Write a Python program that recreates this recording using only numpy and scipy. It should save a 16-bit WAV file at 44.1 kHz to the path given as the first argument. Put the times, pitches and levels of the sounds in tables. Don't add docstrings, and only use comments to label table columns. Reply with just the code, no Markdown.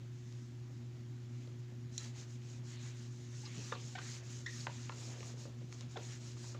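import sys
import numpy as np
from scipy import signal
from scipy.fft import rfft, irfft, next_fast_len
from scipy.io import wavfile
from scipy.ndimage import uniform_filter1d, map_coordinates

SR = 44100
rng = np.random.default_rng(int(sys.argv[2]) if len(sys.argv) > 2 else 0)


def output_pcm(signal):
    pcm = np.clip(np.atleast_2d(signal).T, -1, 1) * 32767
    wavfile.write(sys.argv[1], SR, np.round(pcm).astype(np.int16))


def invert_db(x):
    u = np.asarray(x, float) / 20
    return 10 ** u


N = 290663


def unit(x):
    return x / np.sqrt(np.mean(x ** 2) + 1e-20)


def curves(rows):
    s, *cols = np.transpose(rows)
    return [np.interp(np.arange(N) / SR, s, c) for c in cols]


def along(points, hz):
    f, v = np.transpose(points)
    return np.interp(np.log(hz + 1), np.log(f + 1), v)


def coloured(x, points):
    m = next_fast_len(N + 8192)
    gain = invert_db(along(points, np.fft.rfftfreq(m, 1 / SR)))
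    return irfft(rfft(x, m) * gain, m)[:N]


def wobble(rate_hz):
    knots = rng.standard_normal(int(N * rate_hz / SR) + 4)
    return map_coordinates(knots, [np.arange(N) * rate_hz / SR])


def rush(spectrum, patchy_db, grain_db):
    grainy = rng.standard_normal(N) * invert_db(grain_db * wobble(900))
    z = signal.stft(grainy, nperseg=512)[2]
    field = uniform_filter1d(rng.standard_normal(z.shape), size=6, axis=0)
    field = uniform_filter1d(field, size=8, axis=1)
    patchy = signal.istft(z * invert_db(patchy_db * unit(field)), nperseg=512)[1][:N]
    return unit(coloured(patchy, spectrum))


def ring(t, hz, db, t60_s):
    return invert_db(db - 60 * t / t60_s) * np.sin(2 * np.pi * hz * t)


def add(track, s, x):
    track[round(s * SR):][:len(x)] += x


# (time [s], length [s], hiss [dB], scrape over hiss [dB])
FOLDS = [(.1, 0.44, -70.5, -5), (1.305, 0.23, -72, -2), (1.917, 0.1, -60, -8), (1.967, .13, -56.5, -4),
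         (2.04, .09, -66, -1), (2.137, 0.12, -59, -2), (2.244, 0.14, -64.5, -5), (2.402, 0.2, -64, -1.5),
         (2.633, .14, -60.5, -5.5), (2.675, 0.29, -71, 12.5), (2.79, 0.14, -58, -19),
         (2.931, 0.16, -61.5, -2.5), (3.064, 0.28, -65, -4.5), (5.5, 0.5, -73, -2),
         (5.705, 0.06, -63.5, -6), (5.752, 0.088, -63, 0), (5.885, .09, -64, -2)]
# (time [s], length [s], hiss [dB], scrape over hiss [dB])
STROKES = [(3.29, 0.24, -59, -4), (3.502, 0.26, -54.5, -2), (3.748, 0.24, -58, -3.5),
           (3.982, 0.23, -53, -2.5), (4.217, 0.24, -57, -3.5), (4.453, 0.23, -53.5, -4.5),
           (4.668, 0.25, -58, -1.5), (4.897, 0.27, -55.5, -3.5), (5.148, 0.2, -57, -6),
           (5.363, 0.11, -57.5, -6.5), (5.993, 0.2, -56.5, -2), (6.191, 0.16, -57.5, -5),
           (6.346, 0.21, -56.5, -6.5)]
# (time [s], scrape [dB], drone [dB])
JOLTS = [(1.98, -61.5, -70), (2.04, -63, -65), (2.17, -68, -70), (3.44, -59.5, -70), (3.55, -75, -66),
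         (3.72, -55.5, -59.5), (3.96, -56, -62.5), (4.67, -60, -73), (4.895, -68, -63), (4.2, -65, -65),
         (5.13, -62.5, -66), (5.45, -69, -61.5), (5.8, -68, -64.5), (5.97, -62, -57), (6.54, -63.5, -63)]
# (time [s], drone [dB])
LEAN = [(0, -80), (3.3, -73.5), (3.6, -72.5), (4.9, -73.5), (5.05, -63), (5.3, -64), (5.5, -70.5),
        (5.7, -72.5), (6.59, -70.5)]
# (hiss [dB], scrape [dB], drone [dB])
IDLE_DB = (-79.5, -73.5, -78)


def effort():
    late, hiss_round, scrape_round = 1.14, 0.59, 0.45
    rise_s, jolt_t60_s, blur_s = 0.014, 0.32, 0.02
    hiss, scrape, drone = invert_db(IDLE_DB)[:, None] ** 2 * np.ones(N + SR)
    for s, length_s, db, scrape_db in FOLDS + STROKES:
        u = np.linspace(0, 1, round(length_s * SR))
        speed = np.sin(np.pi * u ** late) ** 2
        add(hiss, s, invert_db(db) ** 2 * speed ** hiss_round)
        add(scrape, s, invert_db(db + scrape_db) ** 2 * speed ** scrape_round)
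    age = np.arange(SR // 2) / SR
    drag = ((1 - np.exp(-age / rise_s)) * invert_db(-60 * age / jolt_t60_s)) ** 2
    for s, scrape_db, drone_db in JOLTS:
        add(scrape, s, invert_db(scrape_db + 7.5) ** 2 * drag)
        add(drone, s, invert_db(drone_db + 4.5) ** 2 * drag)
    hiss, scrape = np.abs(uniform_filter1d(np.array([hiss, scrape]), size=round(blur_s * SR), axis=1))
    return hiss[:N], scrape[:N], drone[:N] + invert_db(curves(LEAN)[0]) ** 2


# (frequency [Hz], density [dB/Hz])
TISSUE_SPECTRUM = [(2500, -25), (4000, -6.5), (5000, -4.5), (6500, -0.5), (9000, -2), (12000, -15),
                   (16000, -7.5)]
FIZZ_SPECTRUM = [(6000, -24), (8500, -5), (11000, 4), (16000, -3)]
SCRAPE_SPECTRUM = [(600, -14), (1100, -5.5), (1800, -1.5), (3000, -1.5), (4200, -4.5), (6000, -20)]
DRONE_SPECTRUM = [(150, -40), (300, 1.5), (500, 0.5), (900, -6.5), (1500, -16.5)]


def wiping():
    hiss_db, scrape_db, drone_db = 10 * np.log10(effort())
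    flutter = wobble(25)
    flutter_db = 0.7
    fizz_db = 1.6 * (hiss_db + 55) - 65.0
    hiss = invert_db(hiss_db + 2.5 + flutter_db * flutter) * rush(TISSUE_SPECTRUM, patchy_db=1.4, grain_db=1.5)
    scrape = invert_db(scrape_db - 2.97 + 0.32 * flutter) * rush(SCRAPE_SPECTRUM, patchy_db=2.0, grain_db=1.5)
    fizz = invert_db(fizz_db + flutter_db * flutter) * rush(FIZZ_SPECTRUM, patchy_db=2, grain_db=1.5)
    drone = invert_db(drone_db + 3.5 + 0.87 * flutter) * rush(DRONE_SPECTRUM, patchy_db=2.0, grain_db=1.0)
    return hiss + fizz + scrape + drone


# (time [s], length [s], first slip rate [Hz], last slip rate [Hz], level [dB])
WHISTLES = [(3.434, 0.016, 865, 830, -61), (3.462, 0.012, 844, 1340, -61.5),
            (3.7205, 0.006, 1790, 1680, -42.5), (3.7225, 0.0088, 1150, 1180, -42),
            (3.724, .005, 3430, 3900, -49), (3.986, .006, 1460, 1540, -44),
            (4.463, .011, 1900, 1960, -42.5), (4.474, .012, 1925, 1805, -48),
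            (4.485, 0.025, 1795, 1950, -54.5), (4.512, 0.043, 1905, 1790, -62),
            (5.958, 0.01, 825, 730, -46.5), (6.366, 0.011, 1000, 1430, -65),
            (6.543, 0.012, 1590, 1060, -57.5)]
BUZZES = [(3.722, 0.0072, 513, 452, -40.5), (3.952, 0.011, 806, 723, -45), (3.981, 0.013, 708, 1430, -50),
          (4.46, .01, 1556, 1960, -44.5), (4.918, 0.011, 1460, 1300, -55), (5.966, 0.014, 654, 399, -46)]
CHIRPS = [(3.450, 0.0253, 5080, 5050, -56), (4.6, .015, 4800, 4600, -54), (3.452, 0.018, 5500, 3700, -58),
          (3.46, .020, 3930, 3890, -60.5), (5.963, 0.0126, 3620, 3400, -53.5),
          (5.966, .012, 2000, 1880, -59), (3.955, 0.015, 1850, 1800, -54.5),
          (3.975, 0.0205, 1400, 1400, -58), (3.745, .012, 4100, 4200, -60)]


def squeak(length_s, first_hz, last_hz, db, fall_db, jitter_share):
    u = np.linspace(0, 1, max(round(length_s * SR), 8))
    noise = uniform_filter1d(rng.standard_normal((2, 4000)), size=40, axis=1)
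    jitter, lumps = noise[:, :len(u)] * np.sqrt(40)
    glide_hz = first_hz + (last_hz - first_hz) * u ** 0.667
    slip_hz = glide_hz * (1 + jitter_share * (jitter - jitter.mean()))
    phase = 2 * np.pi * np.cumsum(slip_hz) / SR
    k = np.arange(1, 9)[:, None]
    fall = np.maximum(fall_db * (k - 1), np.square(k - 2.5) * (k > 3))
    tones = invert_db(-fall) * np.sin(k * phase + 0.26 * k * k) * (k * first_hz < 9000)
    return invert_db(db + 1.9 * lumps) * unit(tones.sum(axis=0)) * np.sin(np.pi * u) ** 0.72


def squeaks():
    out = np.zeros(N + SR)
    # (bursts, fall per overtone [dB], jitter as share of the slip rate)
    for rows, fall_db, jitter_share in [(WHISTLES, 11.5, 0.025), (BUZZES, 3, 0.025), (CHIRPS, 11.5, 0.06)]:
        for s, length_s, first_hz, last_hz, db in rows:
            add(out, s, squeak(length_s, first_hz, last_hz, db, fall_db, jitter_share))
    return out[:N]


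# (time [s], peak [dB], crack [Hz], ring [Hz], ring level [dB])
TICKS = [(1.4746, -56, 900, 465, 2), (1.475, -45.5, 3700, 610, -8), (2.158, -63, 6300, 840, 9),
         (4.6685, -36.5, 1600, 1530, 2.5), (4.6697, -25.5, 2270, 980, -4), (4.682, -43.5, 2510, 590, 2.5),
         (4.8970, -33.5, 1290, 1030, -5), (5.183, -46, 2500, 520, -2), (5.2063, -41, 2200, 456, -2),
         (5.230, -39.5, 2200, 1150, -7), (5.340, -54, 3000, 470, 5), (5.371, -55, 3000, 540, -3),
         (5.455, -44, 1070, 545, 0.5), (5.616, -54, 2490, 520, 4), (5.812, -52, 1000, 450, 0),
         (5.974, -35.5, 4500, 450, 1), (6.443, -52, 1800, 980, 2.5), (6.549, -56.5, 900, 550, 10)]
# (time [s], peak [dB], crack [Hz])
SNAPS = [(0.3253, -41.5, 5000), (2.4205, -46.5, 3113), (3.002, -51, 1700), (4.8949, -32, 2350),
         (5.206, -39, 4500), (5.231, -41, 5500), (5.726, -39, 2170), (5.727, -33, 6800),
         (5.8094, -31, 5900), (6.214, -49, 3000)]


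def ticks():
    out, t = np.zeros(N + SR), np.arange(SR // 5) / SR
    snaps = [(s, db, crack_hz, 0.65 * crack_hz, -22) for s, db, crack_hz in SNAPS]
    for s, db, crack_hz, ring_hz, ring_db in TICKS + snaps:
        crack = ring(t, crack_hz, db + 8, 3.3 / crack_hz) * (1 - np.exp(-t * crack_hz * 3.4))
        tail = ring(t, ring_hz, db + ring_db, 0.016) * (1 - np.exp(-t / 0.00042))
        add(out, s, crack + tail)
    return out[:N]


# (time [s], level [dB])
CLICKS = [
    (1.9796, -25.5),
    (1.9821, -33),
]
# (frequency [Hz], level [dB], t60 [s])
CAP_MODES = [(4300, -28, .045), (3970, -24, 0.084), (4320, -13, .003), (3700, -5, 0.0037),
             (5700, -8.5, 0.0099), (7070, 1, 0.0042), (10100, -1, .004), (12000, -11, 0.0026),
             (15000, -16, 0.0044)]


def cap_clicks():
    out, t = np.zeros(N + SR), np.arange(SR // 5) / SR
    click = sum((-1) ** k * ring(t, hz, db, t60_s) for k, (hz, db, t60_s) in enumerate(CAP_MODES))
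    for s, db in CLICKS:
        add(out, s, invert_db(db) * click * (1 - np.exp(-t / 0.000084)))
    return out[:N]


# (time [s], level [dB], frequency [Hz], t60 [s])
THUDS = [(3.56, -50.5, 150, 0.35), (3.576, -48, 205, 0.16), (3.578, -51, 305, 0.069),
         (3.579, -48.5, 420, 0.064), (5.62, -51, 149, 0.27), (5.98, -52, 446, 0.076),
         (3.73, -58, 450, .096), (3.727, -51.5, 740, 0.095), (5.79, -62, 246, 0.16)]


def thuds():
    out, t = np.zeros(N + SR), np.arange(SR // 5) / SR
    for s, db, hz, t60_s in THUDS:
        band = signal.butter(2, [hz / 1.18, hz * 1.3], "band", fs=SR, output="sos")
        shudder = unit(signal.sosfilt(band, rng.standard_normal(len(t))))
        envelope = invert_db(db + 7.0 - 60 * t / t60_s) * (1 - np.exp(-t / 0.014))
        add(out, s, (0.5 * shudder + np.sin(2 * np.pi * hz * t)) * envelope)
    return out[:N]


# (frequency [Hz], width [Hz], level [dB])
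BOARD_MODES = [(450, 95, -6.5), (545, 15, 0.5), (1150, 49, -26)]


def board(x):
    m = next_fast_len(N + 8192)
    f = np.fft.rfftfreq(m, 1 / SR)
    modes = sum(invert_db(db) * 1j * f * w / (c * c - f * f + 1j * f * w) for c, w, db in BOARD_MODES)
    return irfft(rfft(x, m) * (1 + modes), m)[:N]


# (time [s], level [dB])
WALLS = [(.004, -8.5), (.011, -16.5), (.021, -17), (.026, -12)]
# (frequency [Hz], t60 [s])
ROOM_T60 = [(300, 0.4), (2000, 0.22), (8000, 0.6)]


def room(x):
    hz, t, z = signal.stft(rng.standard_normal(SR // 2), SR, nperseg=256)
    decay = invert_db(-60 * t / along(ROOM_T60, hz)[:, None])
    tail = signal.istft(z * decay, SR, nperseg=256)[1]
    answer = np.pad(invert_db(-6.5) * tail / np.linalg.norm(tail), (round(0.004 * SR), 0))
    for s, db in WALLS:
        scatter = rng.standard_normal(SR // 200) * np.hanning(SR // 200)
        add(answer, s, invert_db(db) * scatter / np.linalg.norm(scatter))
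    reflected = signal.fftconvolve(x, answer)[:N]
    return x + coloured(reflected, [(200, 1.5), (3000, -4), (8000, -11.0)])


# (time [s], level [dB])
HUM_LEVEL = [(0, -48.5), (.9, -48.5), (1.4, -47), (2.2, -48.5), (2.9, -47), (3.6, -48.5), (5.2, -48),
             (5.9, -49), (6.59, -48)]
# (hum multiple, level [dB])
OVERTONES = [(1, 0), (2, -18), (3, -16.6)]
# (hum multiple, slip multiple, level [dB])
SIDEBANDS = [(1, -1, -15.5), (1, 1, -14), (1, 2, -23.5), (1, 3, -21.5), (1, 6, -26), (2, -3, -29),
             (2, -2, -26), (2, -1, -27), (2, 3, -31)]


def motor_hum():
    hum_hz, slip_hz = 120.41, 4.014
    crest_s, wow_rad = 0.11, -1.15
    db, = curves(HUM_LEVEL)
    t = np.arange(N) / SR
    phase = 2 * np.pi * hum_hz * t
    slip = 2 * np.pi * slip_hz * (t - crest_s)
    hum = sum(invert_db(level + 0.5 * wobble(3)) * np.sin(k * phase + 0.9 * k) for k, level in OVERTONES)
    hum += sum(invert_db(level) * np.sin(k * phase + 0.9 * k + j * slip + wow_rad) for k, j, level in SIDEBANDS)
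    return np.sqrt(2) * invert_db(db) * hum


# (frequency [Hz], density [dB/Hz])
RUMBLE_SPECTRUM = [(15, -61), (45, -48), (75, -27), (105, -26.5), (190, -34.5), (340, -35), (420, -50),
                   (600, -55)]
# (frequency [Hz], half width [Hz], level [dB])
CASING = [(145.5, 16.4, 9.5), (235.6, 17.6, 14), (275.7, 7.2, 7.5), (309.5, 3.5, 8.5)]


def motor_rumble():
    hz = np.arange(15, 600, 2.)
    casing_db = sum(top_db / (1 + ((hz - c) / w) ** 2) for c, w, top_db in CASING)
    spectrum = np.transpose([hz, along(RUMBLE_SPECTRUM, hz) + casing_db])
    return invert_db(-58) * rush(spectrum, patchy_db=1.2, grain_db=1.9)


# (frequency [Hz], density [dB/Hz])
AIR_SPECTRUM = [(200, 1.5), (450, -5), (700, -4), (1800, -4), (3500, -12), (6500, -17.5), (12000, -2),
                (16000, -4)]


def room_air():
    return invert_db(-65.5) * rush(AIR_SPECTRUM, patchy_db=-2.0, grain_db=1.5)


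def scene():
    contacts = squeaks() + ticks() + cap_clicks() + thuds()
    background = motor_hum() + motor_rumble() + room_air()
    return np.tile(wiping() + room(board(contacts)) + background, (2, 1))


def roll_off(x):
    return signal.sosfilt(signal.butter(12, 16380, fs=SR, output="sos"), x)


# (frequency [Hz], level [dB])
MIC = [(100, 0), (5000, 1.5), (6800, 2), (7600, -4), (8500, -15.5), (10000, -17.5), (12500, -23.5),
       (15500, -19)]


def record(dry):
    top_hz = 15500
    sound = coloured(coloured(dry[0], MIC), [(top_hz - 20, 0), (top_hz, -120)])
    mix = np.tile(sound, (2, 1))
    return roll_off(mix)


dry = scene()
out = record(dry)
output_pcm(out)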